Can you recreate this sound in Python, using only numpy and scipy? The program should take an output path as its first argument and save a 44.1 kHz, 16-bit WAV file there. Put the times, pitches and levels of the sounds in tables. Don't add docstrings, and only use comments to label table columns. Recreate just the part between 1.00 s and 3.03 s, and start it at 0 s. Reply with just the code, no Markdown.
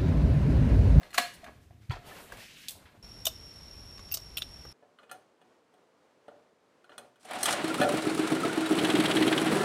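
import sys
import numpy as np
from scipy import signal
from scipy.fft import rfft, irfft
from scipy.io import wavfile
from scipy.ndimage import uniform_filter1d

SR = 44100
rng = np.random.default_rng(int(sys.argv[2]) if len(sys.argv) > 2 else 0)


def output_pcm(signal):
    pcm = np.clip(np.atleast_2d(signal).T, -1, 1) * 32767
    wavfile.write(sys.argv[1], SR, np.round(pcm).astype(np.int16))


def nominal_scale(level):
    x = np.asarray(level, float) / 20
    return 10 ** x


N = 89390


def unit(x):
    return x / np.sqrt(np.mean(x ** 2))


def on_log(hz, table):
    table = np.array(table, float)
    return np.interp(np.log(np.maximum(hz, 1)), np.log(table[:, 0]), table[:, 1])


def colour(x, table):
    hz = np.fft.rfftfreq(len(x), 1 / SR)
    return unit(irfft(rfft(x) * nominal_scale(on_log(hz, table)), len(x)))


def band(x, hz, width):
    return signal.lfilter(*signal.iirpeak(min(hz, SR / 2.2), hz / width, fs=SR), x)


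def cut(x, hz, kind, order=4):
    sos = signal.butter(order, min(hz, SR / 2.2), kind, fs=SR, output="sos")
    return signal.sosfilt(sos, x)


def walk(rate):
    hold = int(SR / rate)
    steps = np.repeat(rng.standard_normal(N // hold + 1), hold)
    return unit(uniform_filter1d(steps, hold)[:N])


def grit(size, spread_db):
    return unit(rng.standard_normal(size) * nominal_scale(spread_db * rng.exponential(size=size)))


def add(out, at_s, x):
    i = max(int(at_s * SR), 0)
    out[i:i + len(x)] += x[:N - i]


def contacts(rows, shell_db, width=1.0, reach_up=2.86):
    # frequency in Hz, level in dB, 60 dB decay time in s.
    shell_modes = np.array([(235, -38, 0.14), (533, -12.5, 0.18), (706.6, -6, 0.16), (1132, -4.5, 0.032),
                            (1209, 1, 0.016), (1653.4, -5.5, 0.086), (2004, 0, 0.03), (2330, -15.5, 0.024),
                            (2460, -7.5, 0.043), (2892, -12, 0.17), (3644, -8, 0.062), (4220, 5.5, .035),
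                            (4203, -13, 0.018), (6821, -20, .015)])
    mode_hz, mode_db, mode_t60 = shell_modes[:, 0], shell_modes[:, 1], shell_modes[:, 2:]
    mode_scatter_db, attack_share, grit_db = 0.5, 0.15, 2.2
    out, t = np.zeros(N), np.arange(SR // 4) / SR
    for at, db, hz, length, treble_db in rows:
        length = max(length, 2e-4)
        rise = (1 - np.exp(-t / (attack_share * length))) ** 2
        push = grit(len(t), grit_db) * rise * np.exp(-(t / length) ** 1.03)

        chance = rng.standard_normal((len(shell_modes), 3))
        f = mode_hz * (1 + 0.00088 * chance[:, 0])
        reach = 1 / (1 + ((f / hz - hz / f) / 2.08) ** 2)
        gains = reach * nominal_scale(mode_db + mode_scatter_db * chance[:, 1])
        waves = np.sin(2 * np.pi * (np.outer(f, t) + chance[:, 2:]))
        ring = gains @ (waves * np.exp(-np.log(1000) * t / mode_t60))

        body = 2.04 * band(push, hz, width * hz) + nominal_scale(shell_db) * ring * rise
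        fizz = cut(cut(push, 4250, "high", order=2), 9500, "low", order=1)
        crack = cut(body, reach_up * hz, "low") + nominal_scale(treble_db) * fizz
        add(out, at, nominal_scale(db) * cut(crack, 181.3, "high", order=2))
    return out


def clacks():
    # start in seconds, level in dB, colour in Hz, chatter length in s, treble in dB.
    free_contacts = [(.012, -43, 776, 0.003, -28), (.0305, -43.5, 1860, 0.0058, -29),
                     (.1045, -47.5, 2550, 0.0046, -2), (.1135, -57, 2600, .003, 10),
                     (.134, -47, 2500, .008, 7), (.1300, -37, 1570, 0.0021, -8.5),
                     (.1415, -30.5, 1760, 0.014, -1), (.1768, -24.5, 2820, 0.0019, 2.5),
                     (.1795, -11.5, 1520, 0.007, -3.5), (.334, -54.5, 8100, 0.015, -5),
                     (.441, -42, 1680, 0.0072, -5), (.7072, -52.5, 895, 0.003, -22),
                     (.61, -73.5, 5000, 0.044, 11), (.807, -59.5, 1960, 0.053, -5.5)]
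    return contacts(free_contacts, shell_db=-7)


def pressed():
    # start in seconds, level in dB, colour in Hz, chatter length in s, treble in dB.
    damped_contacts = [(.462, -36, 970, 0.0079, -25), (.470, -48, 1690, 0.012, -23),
                       (.482, -36, 797, 0.0088, -33), (.896, -41, 2300, 0.0034, -16),
                       (.905, -28.5, 1200, 0.012, -23), (.912, -45.5, 3700, 0.022, -7),
                       (.934, -32.5, 900, 0.011, -32), (.950, -46.5, 2170, 0.013, -36),
                       (.964, -31.5, 640, 0.007, -30), (1.162, -45.5, 2190, 0.012, -23),
                       (1.300, -44, 1200, 0.003, -24), (1.3202, -36, 780, 0.0067, -5),
                       (1.371, -46, 3100, 0.004, 4), (1.607, -51, 2700, 0.0015, -20),
                       (1.750, -41, 426, 0.018, -9), (1.852, -48, 1500, 0.024, -23),
                       (1.940, -47, 690, 0.016, -30)]
    return contacts(damped_contacts, shell_db=-11.0)


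def hums():
    # start in seconds, level in
    # dB, frequency in Hz, length in s.
    brief_rings = [
        (.158, -43, 690, .022),
        (.1805, -24, 1140, .011),
        (.238, -42.5, 712, .036),
        (.334, -62, 9150, .04),
        (.334, -63, 10400, .035),
        (.4300, -42, 680, .018),
        (1.3205, -38.5, 1610, .008),
                   (0.1426, -36, 1390, 0.0077), (.148, -44, 1340, 0.0036), (0.143, -39, 6850, 0.0053),
             (.148, -44, 4400, .006), (.192, -39, 2930, .012), (0.191, -38.5, 248, 0.022),
             (0.183, -25.5, 740, 0.011), (.4428, -40.5, 1790, 0.0027), (0.442, -51.5, 4160, 0.0045),
             (.444, -47, 666, 0.018), (0.452, -55, 2280, .003), (.4622, -41, 756, 0.0024),
             (0.4634, -49, 690, .004), (0.461, -45, 1630, .005), (.4805, -40, 730, 0.0022),
             (0.4943, -41, 650, 0.0017), (0.901, -59, 4530, 0.0056), (0.908, -40, 1590, 0.0041),
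             (.910, -38, 1050, 0.0063), (0.917, -45, 4570, .009), (0.93, -52, 5180, 0.0069),
             (0.917, -39, 954, 0.011), (.920, -45, 3420, 0.013), (.929, -42.5, 1900, 0.007),
             (.931, -38, 978, 0.012), (0.959, -43.5, 680, 0.0099), (1.114, -41.5, 1270, 0.005),
             (1.116, -47.5, 1766, 0.016), (1.168, -48, 1920, 0.0047), (1.194, -46, 1870, 0.0055),
             (1.198, -49, 610, 0.0078), (1.328, -49, 636, 0.0077), (1.384, -47, 620, .01),
             (1.399, -47.5, 1803, 0.015), (1.683, -37.5, 3150, .002), (1.694, -40.5, 3540, 0.0079),
             (.7075, -54, 668, 0.0067), (0.913, -43.5, 400, 0.0099), (0.018, -47, 740, 0.0062),
             (1.7085, -55, 3700, 0.002), (1.713, -47, 3440, 0.0016)]
    out = np.zeros(N)
    for at, db, hz, length in brief_rings:
        t = np.arange(int(length * 2 * SR)) / SR
        swell = 4 * t / length * np.exp(-3 * (t / length) ** 2)
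        add(out, at, nominal_scale(db) * swell * np.sin(2 * np.pi * hz * t))
    return out * nominal_scale(2.5 * walk(150))


def snap():
    # start in seconds, level in dB, colour in Hz, chatter length in s, treble in dB.
    crackles = [
        (1.674, -46, 2970, 0.011, -17),
        (1.6848, -28.5, 4270, 0.0054, 7),
        (1.692, -33.5, 3450, 0.005, 6.5),
        (1.702, -42.5, 3560, 0.017, 10),
    ]
    tear_s, tear_db, tear_hz, tear_decay_s = 1.6844, -14.5, 3600, .00015
    out, t = contacts(crackles, shell_db=-25.0, width=0.51), np.arange(SR // 100) / SR
    tick = np.exp(-t / tear_decay_s) * np.cos(2 * np.pi * tear_hz * t)
    add(out, tear_s, nominal_scale(tear_db) * tick)
    return cut(out, 2800, "high")


def patchy(x):
    flicker_db, clump_rate = 1.3, 60
    hz, spec = np.fft.rfftfreq(N, 1 / SR), rfft(x)
    part = np.floor(1.5 * np.log2(np.maximum(hz, 100) / 100))
    common = walk(clump_rate)
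    out = np.zeros(N)
    for k in np.unique(part):
        swell = nominal_scale(flicker_db * (walk(clump_rate) + 0.89 * common))
        out += irfft(spec * (part == k), N) * swell
    return unit(out)


def scrape():
    # time in seconds, level in dB, lightness from 0 to 1, tape hiss in dB.
    roller = [(.98, -79, 0, -76), (1.031, -59, 0, -78), (1.076, -50.5, 0, -57), (1.12, -49, 0, -61.5),
              (1.146, -50, 0.05, -59.5), (1.174, -47.5, 0.13, -60), (1.22, -54.5, 0, -58),
              (1.26, -56.5, 0, -59.5), (1.29, -58, 0.13, -67), (1.336, -47.5, 0.03, -66),
              (1.362, -54.5, 0.02, -66), (1.408, -48.5, 0.82, -58), (1.46, -56, 0.96, -65),
              (1.54, -56, 0.95, -69), (1.62, -53, 0.97, -61), (1.675, -57.5, 0.93, -69),
              (1.72, -59, 0.27, -63), (1.8, -84, 0.3, -73)]
    # time in seconds, level in dB.
    shuffle = [
        (0, -57.5),
        (.04, -54),
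        (.1, -62),
        (.4, -60),
        (.6, -69.5),
        (1.699, -97.5),
        (1.8, -61),
        (2.03, -71),
    ]
    # frequency in Hz, level in dB per Hz.
    firm_spectrum = [(150, -2.5), (300, -4), (540, 1.5), (1200, -5.5), (1900, -6), (3500, -12),
                     (6000, -19.5), (15500, -32.5)]
    light_spectrum = [(150, -44), (400, -47), (1000, -26.5), (1800, -9), (2700, -7), (4500, -13.5),
                      (8000, -20.5), (15500, -38)]
    tape_spectrum = [(1500, -30), (4000, -23.5), (8000, -6.5), (13000, -7), (15500, -11.5)]
    t = np.arange(N) / SR
    drag_s, drag_db, lightness, hiss_db = np.array(roller).T
    hand_s, hand_db = np.array(shuffle).T

    def grains(spectrum):
        return colour(grit(N, 1.6), spectrum)

    def drag_level(db):
        return nominal_scale(np.interp(t, drag_s, db, left=-120, right=-120))

    heavy, thin = grains(firm_spectrum), grains(light_spectrum)
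    rub, hiss = grains(firm_spectrum), grains(tape_spectrum)
    light = np.clip(np.interp(t, drag_s, lightness), 0, 1)
    paper = patchy(np.sqrt(1 - light) * heavy + np.sqrt(light) * thin)
    hand = patchy(rub) + 0.17 * hiss[::-1]
    hand_level = nominal_scale(np.interp(t, hand_s, hand_db))
    return drag_level(drag_db) * paper + drag_level(hiss_db) * hiss + hand_level * hand


def desk():
    # centre in seconds, peak level in dB, frequency in Hz, width in s.
    thumps = [(.02, -54, 170, .012), (.2, -50, 240, .012), (.39, -53, 72, .012), (.485, -53, 240, .007),
              (.505, -54, 220, .006), (.565, -49, 95, .006), (.589, -49, 90, .005), (.623, -51, 95, .007),
              (.672, -51, 80, .012), (.713, -45, 95, .006), (.755, -48, 95, .007), (.782, -52, 100, .005),
              (.818, -46, 100, .006), (.846, -50, 100, .007), (.9031, -22, 110, .0051),
              (.926, -38, 120, .006), (.922, -48, 300, .005), (.955, -44, 90, .008), (.962, -45, 42, .025),
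              (.5, -58, 65, .025), (.36, -56, 170, .01), (.995, -46, 120, .006), (1.085, -50, 125, .01),
              (1.345, -54, 46, .025), (1.37, -56, 230, .008), (1.39, -53, 110, .01), (1.765, -51, 88, .01),
              (1.855, -53, 78, .01), (1.99, -54, 110, .01)]
    out, t = np.zeros(N), np.arange(N) / SR
    for at, db, hz, wide in thumps:
        swell = np.exp(-.5 * ((t - at) / wide) ** 2)
        out -= nominal_scale(db) * swell * np.sin(2 * np.pi * hz * (t - at) + 1.1)
    return out


def room(x):
    # frequency in Hz, 60 dB decay time in s.
    decay = [(200, 0.46), (1000, 0.23), (4000, 0.43), (12000, 0.29)]
    gap_s = 0.0087
    t = np.arange(SR // 2) / SR
    tail = np.zeros(len(t))
    for hz in 125 * 2. ** np.arange(8):
        octave = unit(band(rng.standard_normal(len(t)), hz, hz / 0.79))
        tail += octave * np.sqrt(hz) * np.exp(-np.log(1000) * t / on_log(hz, decay))
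    tail = tail * (1 - np.exp(-(t / gap_s) ** 2))
    return signal.fftconvolve(x, tail / np.sqrt(np.sum(tail ** 2)))[:N]


def room_air():
    # frequency in Hz, level in dB per Hz.
    air_spectrum = [(12, -75), (20, -16), (49, -10), (90, -8.5), (260, -6.5), (480, -22.5), (686, -26.5),
                    (12400, -40), (15500, -43)]
    return nominal_scale(-62.5) * colour(rng.standard_normal(N), air_spectrum) * nominal_scale(1.6 * walk(6.64))


def scene():
    near = clacks() + pressed() + scrape()
    rings, tear = hums(), snap()
    to_room = nominal_scale(-7.5) * near + nominal_scale(-18) * rings + nominal_scale(-13) * tear
    return (near + rings + tear + room(to_room) + desk() + room_air())[None]


def band_limit(x):
    return signal.sosfilt(signal.butter(12, 15710, fs=SR, output="sos"), x)


def record(dry):
    top = signal.ellip(10, .3, 85, 15300, fs=SR, output="sos")
    mix = signal.sosfilt(top, dry)
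    return band_limit(mix)


dry = scene()
out = record(dry)
output_pcm(out)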